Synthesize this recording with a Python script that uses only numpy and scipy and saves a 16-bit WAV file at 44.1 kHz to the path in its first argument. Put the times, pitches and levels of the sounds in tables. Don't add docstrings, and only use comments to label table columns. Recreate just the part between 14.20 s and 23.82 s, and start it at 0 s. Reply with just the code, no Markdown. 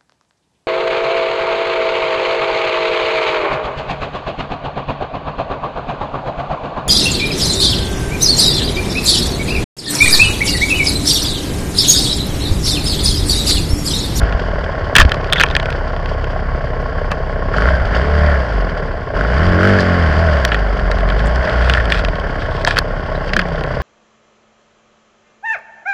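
import sys
import numpy as np
from scipy import signal
from scipy.fft import irfft
from scipy.io import wavfile
from scipy.ndimage import uniform_filter1d

SR = 44100
rng = np.random.default_rng(int(sys.argv[2]) if len(sys.argv) > 2 else 0)


def invert_db(level):
    return 10 ** (np.asarray(level, dtype=float) / 20)


def master(y):
    cut = np.clip(np.atleast_2d(y).T, -1, 1)
    pcm = np.round(cut * 32767)
    wavfile.write(sys.argv[1], SR, pcm.astype(np.int16))


N = 424241
T = np.arange(N) / SR


def ring(x, hz, width_hz):
    return signal.lfilter(*signal.iirpeak(hz, hz / width_hz, fs=SR), x)


def steep_ring(x, hz, width_hz):
    return ring(ring(x, hz, width_hz), hz, width_hz)


def body(x, modes):
    click = np.eye(1, 4096)[0]
    shape = 0
    for k, (hz, width_hz, db) in enumerate(modes):
        shape = shape + (-1) ** k * invert_db(db) * steep_ring(click, hz, width_hz) * np.sqrt(1000 / width_hz)
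    shape = shape.reshape((1,) * (x.ndim - 1) + (-1,)) / np.sqrt(np.sum(shape ** 2))
    return signal.fftconvolve(x, shape, axes=-1)[..., :x.shape[-1]]


def walk(rate):
    k = int(SR / rate)
    held = np.repeat(rng.standard_normal(N // k + 1), k)
    return 1.3 * uniform_filter1d(uniform_filter1d(held, k), k)[:N]


def fade(t, t60):
    return np.exp(-np.log(1000) * t / t60)


# (time [s], crank speed [Hz], frame shake [dB], load [dB])
IDLE_BLIPS = [
    [(0, 56.77, -14, 1), (.21, 44.18, -22, 0.5), (.56, 33.49, -24, 3.5), (1.45, 32.56, -22, 4.5),
     (1.8, 32.67, -20, 2)],
    [(3.24, 31.68, -23, 1.5), (3.325, 34.7, -20, 3), (3.335, 43.06, -20.5, 6), (3.48, 65.2, -11, 2.5),
     (3.56, 65.7, -12.5, -1.5), (3.7, 49.5, -17, 1)],
    [(3.76, 57.3, -13, 5.5), (3.86, 73.6, -15.5, -1.5), (4.07, 75.86, -10.5, 1), (4.2, 65.94, -13.5, -0.5),
     (4.28, 56.76, -24, -2), (4.36, 49.85, -12, 1), (4.44, 44.47, -14, 1), (4.48, 41.54, -23, 1.5),
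     (4.74, 32.47, -26, 1)],
]
# (time [s], crank speed [Hz], frame shake [dB], load [dB])
PULL_AWAY_BLIPS = [
    [(4.94, 30.12, -33, 0.5), (4.955, 39.08, -18, 6.5), (5.07, 60, -15.5, 0.5), (5.14, 63.5, -14, 3)],
    [(5.25, 89.9, -12.5, -0.5), (5.38, 88.32, -14.5, 0), (5.49, 100.5, -12, 2.5), (5.63, 90.67, -15, 1.5),
     (5.76, 87.7, -13.5, 0.5), (5.92, 74.03, -15, 2.5)],
    [(6.03, 84.72, -11.5, -0.5), (6.13, 74.29, -12, 1.7), (6.35, 52.1, -16.5, 1.5),
     (6.62, 45.46, -14.5, 1.5)],
    [(6.91, 45.31, -14.5, 3), (7.21, 64.58, -14, 0), (7.29, 60.22, -32, 5), (7.36, 58.89, -10.5, 4),
     (7.55, 62.05, -16, 1), (7.9, 40.89, -20, 1.5), (8.2, 30, -24, 5), (8.41, 33.97, -22.5, 2),
     (9.62, 31.39, -24, 4.5)],
]


def speed():
    s, *columns = np.transpose(sum(IDLE_BLIPS + PULL_AWAY_BLIPS, []))
    return [np.interp(T, s, column) for column in columns]


FIRING_TURN = 1.36


def crank():
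    turns = np.cumsum(speed()[0]) / SR
    s = np.array(THROTTLE_SNAPS)[:, 0]
    slip = np.unwrap(np.pi * (FIRING_TURN - np.interp(s, T, turns))) / np.pi
    return turns + np.interp(T, s, slip)


# (centre [Hz], width [Hz], level [dB])
FIRING_RINGS = [(402, 110, 0.5), (619, 111, 5.5), (1113, 120, -3), (1600, 320, -9)]


def firings(turns, hz):
    def blow(lag):
        return np.append(0, np.diff(np.floor(turns / 2 + lag))) * np.sqrt(2 * SR / hz)

    exhaust_db = -3 - 9 * np.log2(hz / 32)
    blows = blow(-FIRING_TURN / 2) + blow(.82) * invert_db(exhaust_db)
    scatter_db = 1.2 * rng.standard_normal(N)
    return body(blows * invert_db(scatter_db), FIRING_RINGS)


def swell(rows):
    return sum(invert_db(db) * np.exp(-((T - s) / half) ** 2) for s, half, db in rows)


# (centre [s], half length [s], level [dB])
OVERRUNS = [(3.52, 0.048, -27), (4.07, 0.12, -23.5), (6.12, .14, -23), (7.05, 0.16, -31), (7.36, 0.14, -31),
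            (7.75, 0.092, -30.5)]
# (centre [s], half length [s], level
# [dB])
PULLS = [(4, 0.08, -26), (4.5, 0.08, -31.5), (3.9, 0.11, -29.5), (3.88, 0.1, -29), (5.6, 0.42, -24.5),
         (5.5, 0.23, -26), (5.46, .2, -29), (5.4, .15, -25), (5.75, .15, -27), (5.6, .15, -30),
         (4.07, 0.22, -30), (6.1, .13, -23.5), (5.3, 0.075, -34), (5.7, 0.13, -31.5), (4.6, 0.098, -29),
         (5.28, 0.18, -29), (4.3, .08, -28)]
PULL_ORDERS = [2.5, 6, 5.5, 6, 6.5, 4.5, 5.5, 3.5, 3, 2.5, 8, 8, 3, 2.5, 13, 2, 10]
# (centre [s], half length [s], level [dB])
GEAR_WHINES = [(3.55, 0.088, -25.5), (4.12, 0.1, -30), (7.32, 0.17, -30.5)]


def overrun(turns, hz):
    ring_hz, ring_width_hz, half_order_db, gear_teeth = 610, 68, 1, 24.5
    wobble, flutter_db = .4 * walk(18), 2.2 * walk(14)
    lines = pulls = 0
    for order in np.arange(5.5, 12, .5):
        near = np.exp(-((order * hz - ring_hz) / ring_width_hz) ** 2)
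        level_db = half_order_db * (order % 1 > 0) + np.roll(flutter_db, int(order * SR))
        lines = lines + near * invert_db(level_db) * np.cos(2 * np.pi * order * turns + order ** 2 + wobble)
    for row, order in zip(PULLS, PULL_ORDERS):
        level = swell([row]) * invert_db(np.roll(flutter_db, int(order * SR)) / 2)
        pulls = pulls + level * np.cos(2 * np.pi * order * turns + 1.8 * order)
    throb = (1 + .6 * np.cos(2 * np.pi * turns)) * invert_db(3.4 * walk(120))
    whine = throb * np.cos(2 * np.pi * gear_teeth * turns + .7 * walk(150))
    return np.sqrt(2) * (swell(OVERRUNS) * lines + pulls + swell(GEAR_WHINES) * whine)


def rattle(turns, modes, repeat, lag, decay, bed, scatter_db):
    cycle = turns + lag
    turn_db = 2 * (np.arange(2000) % 2 - 2.0)
    strength = invert_db(scatter_db * rng.standard_normal(2000) + turn_db)[cycle.astype(int) % 2000]
    gate = bed + strength * np.exp(-(cycle % 1) / decay)
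    steps = 256 * turns
    even = irfft(np.exp(2j * np.pi * rng.random(257))) * np.sqrt(512)
    pattern = np.interp(steps % 512, np.arange(512), even) * np.sqrt(np.gradient(steps))
    loose = np.sqrt(1 - repeat) * rng.standard_normal(N) * invert_db(1.7 * walk(300))
    chatter = (loose + np.sqrt(repeat) * pattern) * gate
    return body(chatter / np.sqrt(np.mean(gate ** 2)), modes)


# (multiple of crank speed, level at idle [dB], gain per octave of speed [dB])
WEAK_ORDERS = [(.5, -47.5, 7), (1.5, -37.5, 4.5), (2.5, -34, 0.5), (3, -33.5, -7), (3.5, -44.5, 6),
               (4, -35, -5.5), (4.5, -36.5, -3)]
# (crank speed [Hz], level [dB])
SECOND_ORDER = [(31, -29.5), (45, -30), (58, -28.5), (74, -28), (88, -23), (100, -19)]
# (centre [Hz], width [Hz], level [dB])
FRAME_RINGS = [(160, 63, 1), (269, 110, -5), (434, 156, 0.5), (625.4, 196, 5), (892, 380, -4.5),
               (1096, 104, 0)]
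# (centre [Hz], width [Hz], level [dB])
SHELL_RINGS = [(1433, 412, 6.36), (1735, 397, 2.76), (1999, 520, 1)]
# (centre [Hz], width [Hz], level [dB])
TOP_RINGS = [(3026, 740, 17.5), (3400, 980, -4), (4660, 910, 14.5), (5840, 6000, -18), (9000, 1300, -31)]


def engine():
    hz, first_db, load_db = speed()
    turns = crank() + .015 * walk(20)
    octaves = np.log2(hz / 32)
    climb = uniform_filter1d(np.gradient(octaves) * SR, size=4000)
    throttle_db = 3 * np.tanh(climb / 0.97)
    clutch_db = 5.5 * (T > 1.3) * (T < 2.62)
    second_db = np.interp(hz, *np.transpose(SECOND_ORDER)) + 0.29 * load_db + clutch_db
    boom = np.exp(-((hz - 77) / 2) ** 2)
    frame_db = -27.5 + 4 * octaves + 0.47 * load_db + 1 * boom
    shell_db = -35 + 8 * octaves + load_db
    firing_db = -36.5 + 3.5 * octaves + 0.22 * load_db + throttle_db - 1 * boom
    intake_db = -67.5 + 12 * octaves + load_db + 1.5 * walk(25)

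    shake = invert_db(first_db + 1.1 * walk(29)) * np.cos(2 * np.pi * turns)
    shake -= invert_db(second_db + 1.8 * walk(14)) * np.cos(4 * np.pi * turns + .5)
    for order, db, rise_db in WEAK_ORDERS:
        level_db = db + rise_db * octaves + (order > 2) * throttle_db + 3.13 * walk(7)
        shake += invert_db(level_db) * np.cos(2 * np.pi * order * turns + order ** 2 + 0.28 * walk(8))

    locked = np.clip(.3 + .35 * octaves, .2, .75)
    frame = rattle(turns, FRAME_RINGS, locked, lag=.7, decay=.32, bed=.34, scatter_db=1.2)
    shell = rattle(turns, SHELL_RINGS, locked / 2, lag=.66, decay=.3, bed=.5, scatter_db=1.2)
    top = rattle(turns, TOP_RINGS, 0 * locked, lag=0.48, decay=0.82, bed=0.86, scatter_db=4.0)
    intake = steep_ring(rng.standard_normal(N), 7300, 1700) * (1 + .4 * np.cos(2 * np.pi * turns))
    out = np.sqrt(2) * shake + overrun(turns, hz) + invert_db(firing_db) * firings(turns, hz)
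    out += invert_db(frame_db + 2.5) * frame + invert_db(shell_db + 1.5) * shell
    return out + invert_db(intake_db) * intake + invert_db(shell_db - 11.5) * top


# (time [s], level [dB])
JOLTS = [(0, -25), (.45, -21.5), (1, -31.5), (3.3, -28), (3.6, -19), (4.6, -31), (4.9, -28), (5.6, -25),
         (5.9, -23), (6.15, -27.5), (7.3, -22.5), (8, -22.5), (8.3, -36), (9.62, -21.5)]


def jolts():
    rumble = body(rng.standard_normal(N), [(30, 29, 0.0015), (75.2, 66, 0.02)])
    return invert_db(np.interp(T, *np.transpose(JOLTS)) + 3.4 * walk(8)) * rumble


# (time [s], peak level [dB], pitch [Hz], t60 [s])
THUMPS = [(0.03, -1.5, 66, 0.089), (0.148, -4.5, 64, 0.11), (0.344, -6, 51.84, .11),
          (0.54, -24.5, 110.3, 0.039), (2.917, -8.5, 160, 0.031), (9.165, -11, 209, 0.069)]
# (time [s], peak level [dB], pitch [Hz], t60 [s])
BANGS = [(.765, -4, 130, .05), (.7925, 4, 38, .15), (.8225, 0, -75, .05), (.8285, 6, 31, .05),
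         (.851, 4, 90, .025), (.8565, 4, -62, .09)]
# (start [s], length [s], peak level [dB], upper rings against it [dB])
DRAGS = [(0.757, 0.083, -13.5, -5), (1.161, 0.085, -28, -11), (2.904, 0.035, -26, -13),
         (5.586, 0.043, -39.5, 5), (6.97, 0.051, -33.5, -2), (7.402, 0.21, -29, -4),
         (7.695, 0.13, -26.5, -3.5), (8.188, 0.088, -45, 6), (8.291, 0.16, -39, -2),
         (8.46, 0.085, -24.5, -2.5), (8.559, .045, -24.5, -3.5), (9.6, .04, -42, 0.5),
         (8.94, 0.057, -46, 0)]
# (centre [Hz], width [Hz], level [dB])
DRAG_RINGS = [(1170, 980, 4), (1696, 330, 10), (2550, 430, 5), (3200, 1050, -1.5), (5000, 1500, -14),
              (7750, 1500, -25)]


def branches():
    out = np.zeros(N)
    for s, db, hz, t60 in THUMPS + BANGS:
        t = np.clip(T - s, 0, None)
        out -= invert_db(db) * np.sin(2 * np.pi * hz * t) * fade(t, t60)
    slips = rng.standard_normal(N) * invert_db(3.5 * walk(400))
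    low, high = body(slips, DRAG_RINGS[:4]), body(slips, DRAG_RINGS[3:])
    edge_db = -1.5
    for s, length, db, upper_db in DRAGS:
        share = (T - s) / length
        shape_db = np.interp(share, [0, .06, .25, .85, 1], [-24, edge_db, 0, edge_db / 2, -24])
        out += invert_db(db + shape_db) * (T > s) * (T < s + length) * (low + invert_db(upper_db) * high)
    return out


# (time [s], peak level [dB])
GRASS_TICKS = [(0.125, -19), (0.196, -19), (1.044, -19), (1.1, -18), (1.264, -16), (1.259, -23),
               (1.286, -19), (1.3114, -20), (1.399, -12), (1.4286, -19), (1.4575, -15), (1.503, -17),
               (1.526, -18), (1.764, -23), (1.8587, -18.5), (2.043, -20.5), (6.596, -20.5), (6.8064, -21),
               (6.8886, -18.5), (6.901, -16), (7.0706, -23), (7.655, -15.5), (7.7258, -23), (7.7748, -15.5),
               (7.885, -17.5), (8.468, -13), (8.486, -15), (8.513, -15), (8.527, -25), (8.546, -23),
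               (8.561, -18), (9.0933, -20), (9.215, -18), (9.409, -22), (9.437, -19.5)]
# (time [s], peak level [dB])
BLADE_FLICKS = [(0.4414, -20), (0.943, -14), (0.9593, -34.5), (1.0106, -25), (1.3008, -16), (6.786, -19.5),
                (6.993, -19), (7.2525, -17), (7.296, -13), (7.424, -16), (7.7994, -27), (7.9556, -19),
                (7.998, -21), (8.0564, -42), (8.1504, -34), (8.201, -28), (8.22, -18.5), (8.3115, -23),
                (8.3668, -19), (8.4138, -21), (8.76, -35), (8.9535, -30), (9.0447, -41), (9.2856, -24),
                (9.3576, -22), (9.3823, -27), (9.4644, -33)]
# (start [s], end [s])
ROLLING_SPELLS = [
    (.3, 2.2),
    (6.4, 9.6),
]


def grass():
    rows = [(s, db - 0.6, -2.5, -8, -28, .015) for s, db in GRASS_TICKS]
    rows += [(s, db - 8.0, 1.5, -1.5, -18, .02) for s, db in BLADE_FLICKS]
    ticks_per_s = 5.9
    for start, end in ROLLING_SPELLS:
        for when, size, tone in rng.random((int(ticks_per_s * (end - start)), 3)):
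            s = start + when * (end - start)
            rows.append((s, -45 + 1 * size, 6.0 - 8.5 * tone, 7.7 * tone - 8.0, -19, .06))
    return rows


# (first firing [s], length [s], peak level [dB])
THROTTLE_SNAPS = [(3.34, .16, -5), (3.727, .08, -11), (4.964, .1, -10), (5.149, .09, -13.5),
                  (5.387, .095, -4)]


def knocks():
    cycles, rows = crank() / 2, []
    for s, length, db in THROTTLE_SNAPS:
        first, last = np.interp([s, s + length], T, cycles)
        times = np.interp(np.arange(first, last), cycles, T)
        for t in times:
            soft = t == times[0]
            rows.append((t, db - 5.5 * soft, -30, -34, -27 - 12.0 * soft, .017))
    return rows


# (time [s], shell peak [dB], 3 kHz ring [dB], 4.6 kHz ring [dB]), rings against shell
DRY_BRANCHES = [(.753, 5.5, -6, -19), (0.7603, -0.5, -1, -19), (0.7625, 2, 5, -11), (0.7652, 5.5, -1, -14),
                (.783, 9, -5, -24), (.789, -4, -5, -16), (0.7957, -3, -4, -17), (0.799, 9.5, -8, -13),
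                (0.8037, -3, -1.5, -11), (0.8107, -3, 1, -10), (0.817, -6, -4, -9), (.851, -12.5, -4.5, -9),
                (.894, -19, 0, -2), (0.918, -4.5, -7, -9.5), (1.125, -6.5, -5, -13),
                (1.132, -4.5, -1.5, -4), (1.198, -3.5, -3, -8), (1.2054, -2, -2, -9),
                (1.2105, 2.5, -5.5, -20), (1.2165, -5, -5, -12), (1.2357, 3.5, -6.5, -30),
                (1.3517, -6, -4.5, -2), (1.3654, -2.5, 0, -17)]
# (time [s], shell peak [dB], 3 kHz ring [dB], 4.6 kHz ring [dB]), rings against shell
GREEN_STEMS = [(2.9159, -15, -6, -4), (5.5873, -8.5, -17, -12), (6.2504, -2.5, -6, -4.5),
               (6.318, -5.5, -7.5, -23), (6.344, -6.5, -9, -19), (6.7142, -7.5, -15, -12),
               (7.159, -17, -19, -3), (7.4967, -3.5, -4.5, -12), (7.537, -11, 4, -1), (7.549, -8, -14, -18),
               (7.5725, -6, -23, -21), (7.5797, -7, -23, -22), (7.599, -10.5, -17, -22),
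               (7.7016, -8, -15, -10), (7.7213, -3, -1, -12), (7.7442, -10, -8, -18),
               (7.8489, -11.5, -1.5, -5), (8.157, -30, -18, -19), (8.4489, -4, -33, -1),
               (8.474, -2.5, -6, -8.5), (8.5084, -6, -11, -12), (8.569, -2.5, -11, -18),
               (8.579, -6, -9, -12), (8.587, -4, -8, 1.5), (9.1335, -4, -11.5, -16.5),
               (9.165, 0, -12, -15.5), (9.191, -0.5, -16, -23)]
# (centre [Hz], width [Hz], level [dB])
WALL_RINGS = [(1427, 400, 1), (1745, 336, 4), (2134, 620, -7.5)]
# (centre [Hz], width [Hz], level [dB])
KNOCK_RINGS = [(1425, 340, 0.5), (1890, 710, -6)]


def twigs():
    rows = [(*row, -15, 0.017) for row in DRY_BRANCHES]
    for s, db, mid_db, upper_db in GREEN_STEMS:
        t60 = 0.028 * invert_db(-0.66 * (upper_db + 14.5))
        rows.append((s, db, mid_db, upper_db, -17 + 1.5 * upper_db, t60))
    return rows


def whips():
    out, t = np.zeros(N + 2048), T[:2048]
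    knock_rows = knocks()
    hard = len(knock_rows)
    rows = np.array(knock_rows + twigs() + grass())
    s, db, mid_db, upper_db, treble_db, t60 = rows.T[:, :, None]
    noise = rng.standard_normal((len(s), len(t)))
    fall = fade(t, np.maximum(t60, .006))
    noise[:hard] = .4 * noise[:hard] + .9 * np.abs(noise[0]) * (t < .0003) * 4.0
    noise[hard:, :6] *= 3.0
    crack = noise * fall ** 1.7
    shell = np.vstack([body(crack[:hard], KNOCK_RINGS), body(crack[hard:], WALL_RINGS)])
    mid = body(noise * fall ** 0.95, [(2485, 600, -1), (3210, 640, -0.95)])
    upper = body(noise * fall ** 1.4, [(4420, 1670, 0)])
    treble = body(noise * fall ** 5.5, [(7650, 11000, 0)])
    frame = body(noise * fall ** 1.1, FRAME_RINGS)
    frame_db = -11.0 - np.clip(db + 2, 0, None)
    parts = [(shell, 1.5), (mid, mid_db + 2.5), (upper, upper_db + 1.5), (treble, treble_db - 5.0),
             (frame, frame_db)]
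    cracks = 0
    for part, part_db in parts:
        cracks = cracks + invert_db(db + part_db) * part / np.abs(part).max(axis=1, keepdims=True)
    for start, sound in zip(s[:, 0], cracks):
        out[int(start * SR):][:len(t)] += sound
    return out[:N]


# (time [s], t60 [s], peak level [dB], centre [Hz], width [Hz])
RASPS = [(0.799, 0.055, 1, 1160, 350), (.911, 0.042, -17, 800, 400), (0.939, 0.037, -12.5, 1000, 400),
         (1.235, 0.064, -4.5, 980, 500), (1.125, 0.0076, -1.5, 3444, 600), (1.132, 0.051, -5, 3400, 500),
         (1.126, 0.0062, -21, 8600, 3000), (1.132, 0.009, -11, 8600, 3000), (1.158, 0.044, -10, 1800, 500),
         (1.158, .04, -17, 3400, 900), (1.168, .04, -12, 1740, 350), (8.479, .02, -24, 7400, 2500),
         (8.156, .025, -15, 1500, 600), (1.389, .03, -23, 1700, 500), (6.251, .006, -20, 12000, 4000),
         (8.588, .006, -10, 4400, 900), (1.168, .03, -14, 3280, 500), (1.18, 0.059, -12, 3400, 450),
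         (1.226, .025, -8, 3020, 700), (1.31, 0.029, -18, 3570, 500), (6.251, 0.0048, -27, 9700, 5000),
         (6.249, 0.012, -13, 4150, 1200), (6.715, 0.013, -17.5, 4340, 900), (7.059, 0.018, -32, 7004, 2500),
         (7.721, 0.0054, -28.5, 9000, 5000), (8.587, 0.0065, -18, 9100, 5000),
         (9.135, 0.017, -16.5, 4660, 800), (9.193, .02, -15, 4670, 800), (1.235, 0.027, 0, 2480, 400),
         (7.07, 0.044, -32, 7400, 2500), (2.916, 0.065, -10, 680, 400), (2.917, 0.054, -11, 1200, 600),
         (2.917, 0.035, -21, 2680, 1500), (5.596, 0.033, -18, 4200, 920), (5.604, 0.062, -16, 4460, 1510),
         (8.474, .04, -4, 810, 400), (8.952, .06, -33, 3900, 600), (9.167, 0.09, -15, 329, 200)]


def rasps():
    out, t = np.zeros(N), T[:4096]
    for s, t60, db, hz, width_hz in RASPS:
        scrape = rng.standard_normal(len(t)) * fade(t, t60)
        burst = body(scrape, [(hz, width_hz, 0)])
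        out[int(s * SR):][:len(t)] += invert_db(db) * burst / np.abs(burst).max()
    return out


# (time [s], pitch [Hz], level [dB])
FOLLOWER = [
    (9.05, 193.3, -38),
    (9.2, 181.9, -26.5),
    (9.351, 160, -22.5),
    (9.5, 138.6, -21.5),
    (9.62, 139, -49),
]


def follower():
    s, hz, db = np.transpose(FOLLOWER)
    level_db = np.interp(T, s, db, left=-150) + 3.5 * walk(40)
    return invert_db(level_db) * np.sin(2 * np.pi * np.cumsum(np.interp(T, s, hz)) / SR)


def scene():
    return (engine() + jolts() + branches() + whips() + rasps() + follower())[None]


def roll_off(x):
    return signal.sosfilt(signal.butter(12, 16150, fs=SR, output="sos"), x)


def record(dry):
    hiss = invert_db(-73.5) * rng.standard_normal(N)
    clipped = np.clip(dry + hiss, -1.01, 1.01)
    top = signal.ellip(6, .5, 36, 14200, fs=SR, output="sos")
    return roll_off(signal.sosfilt(top, clipped))


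dry = scene()
out = record(dry)
master(out)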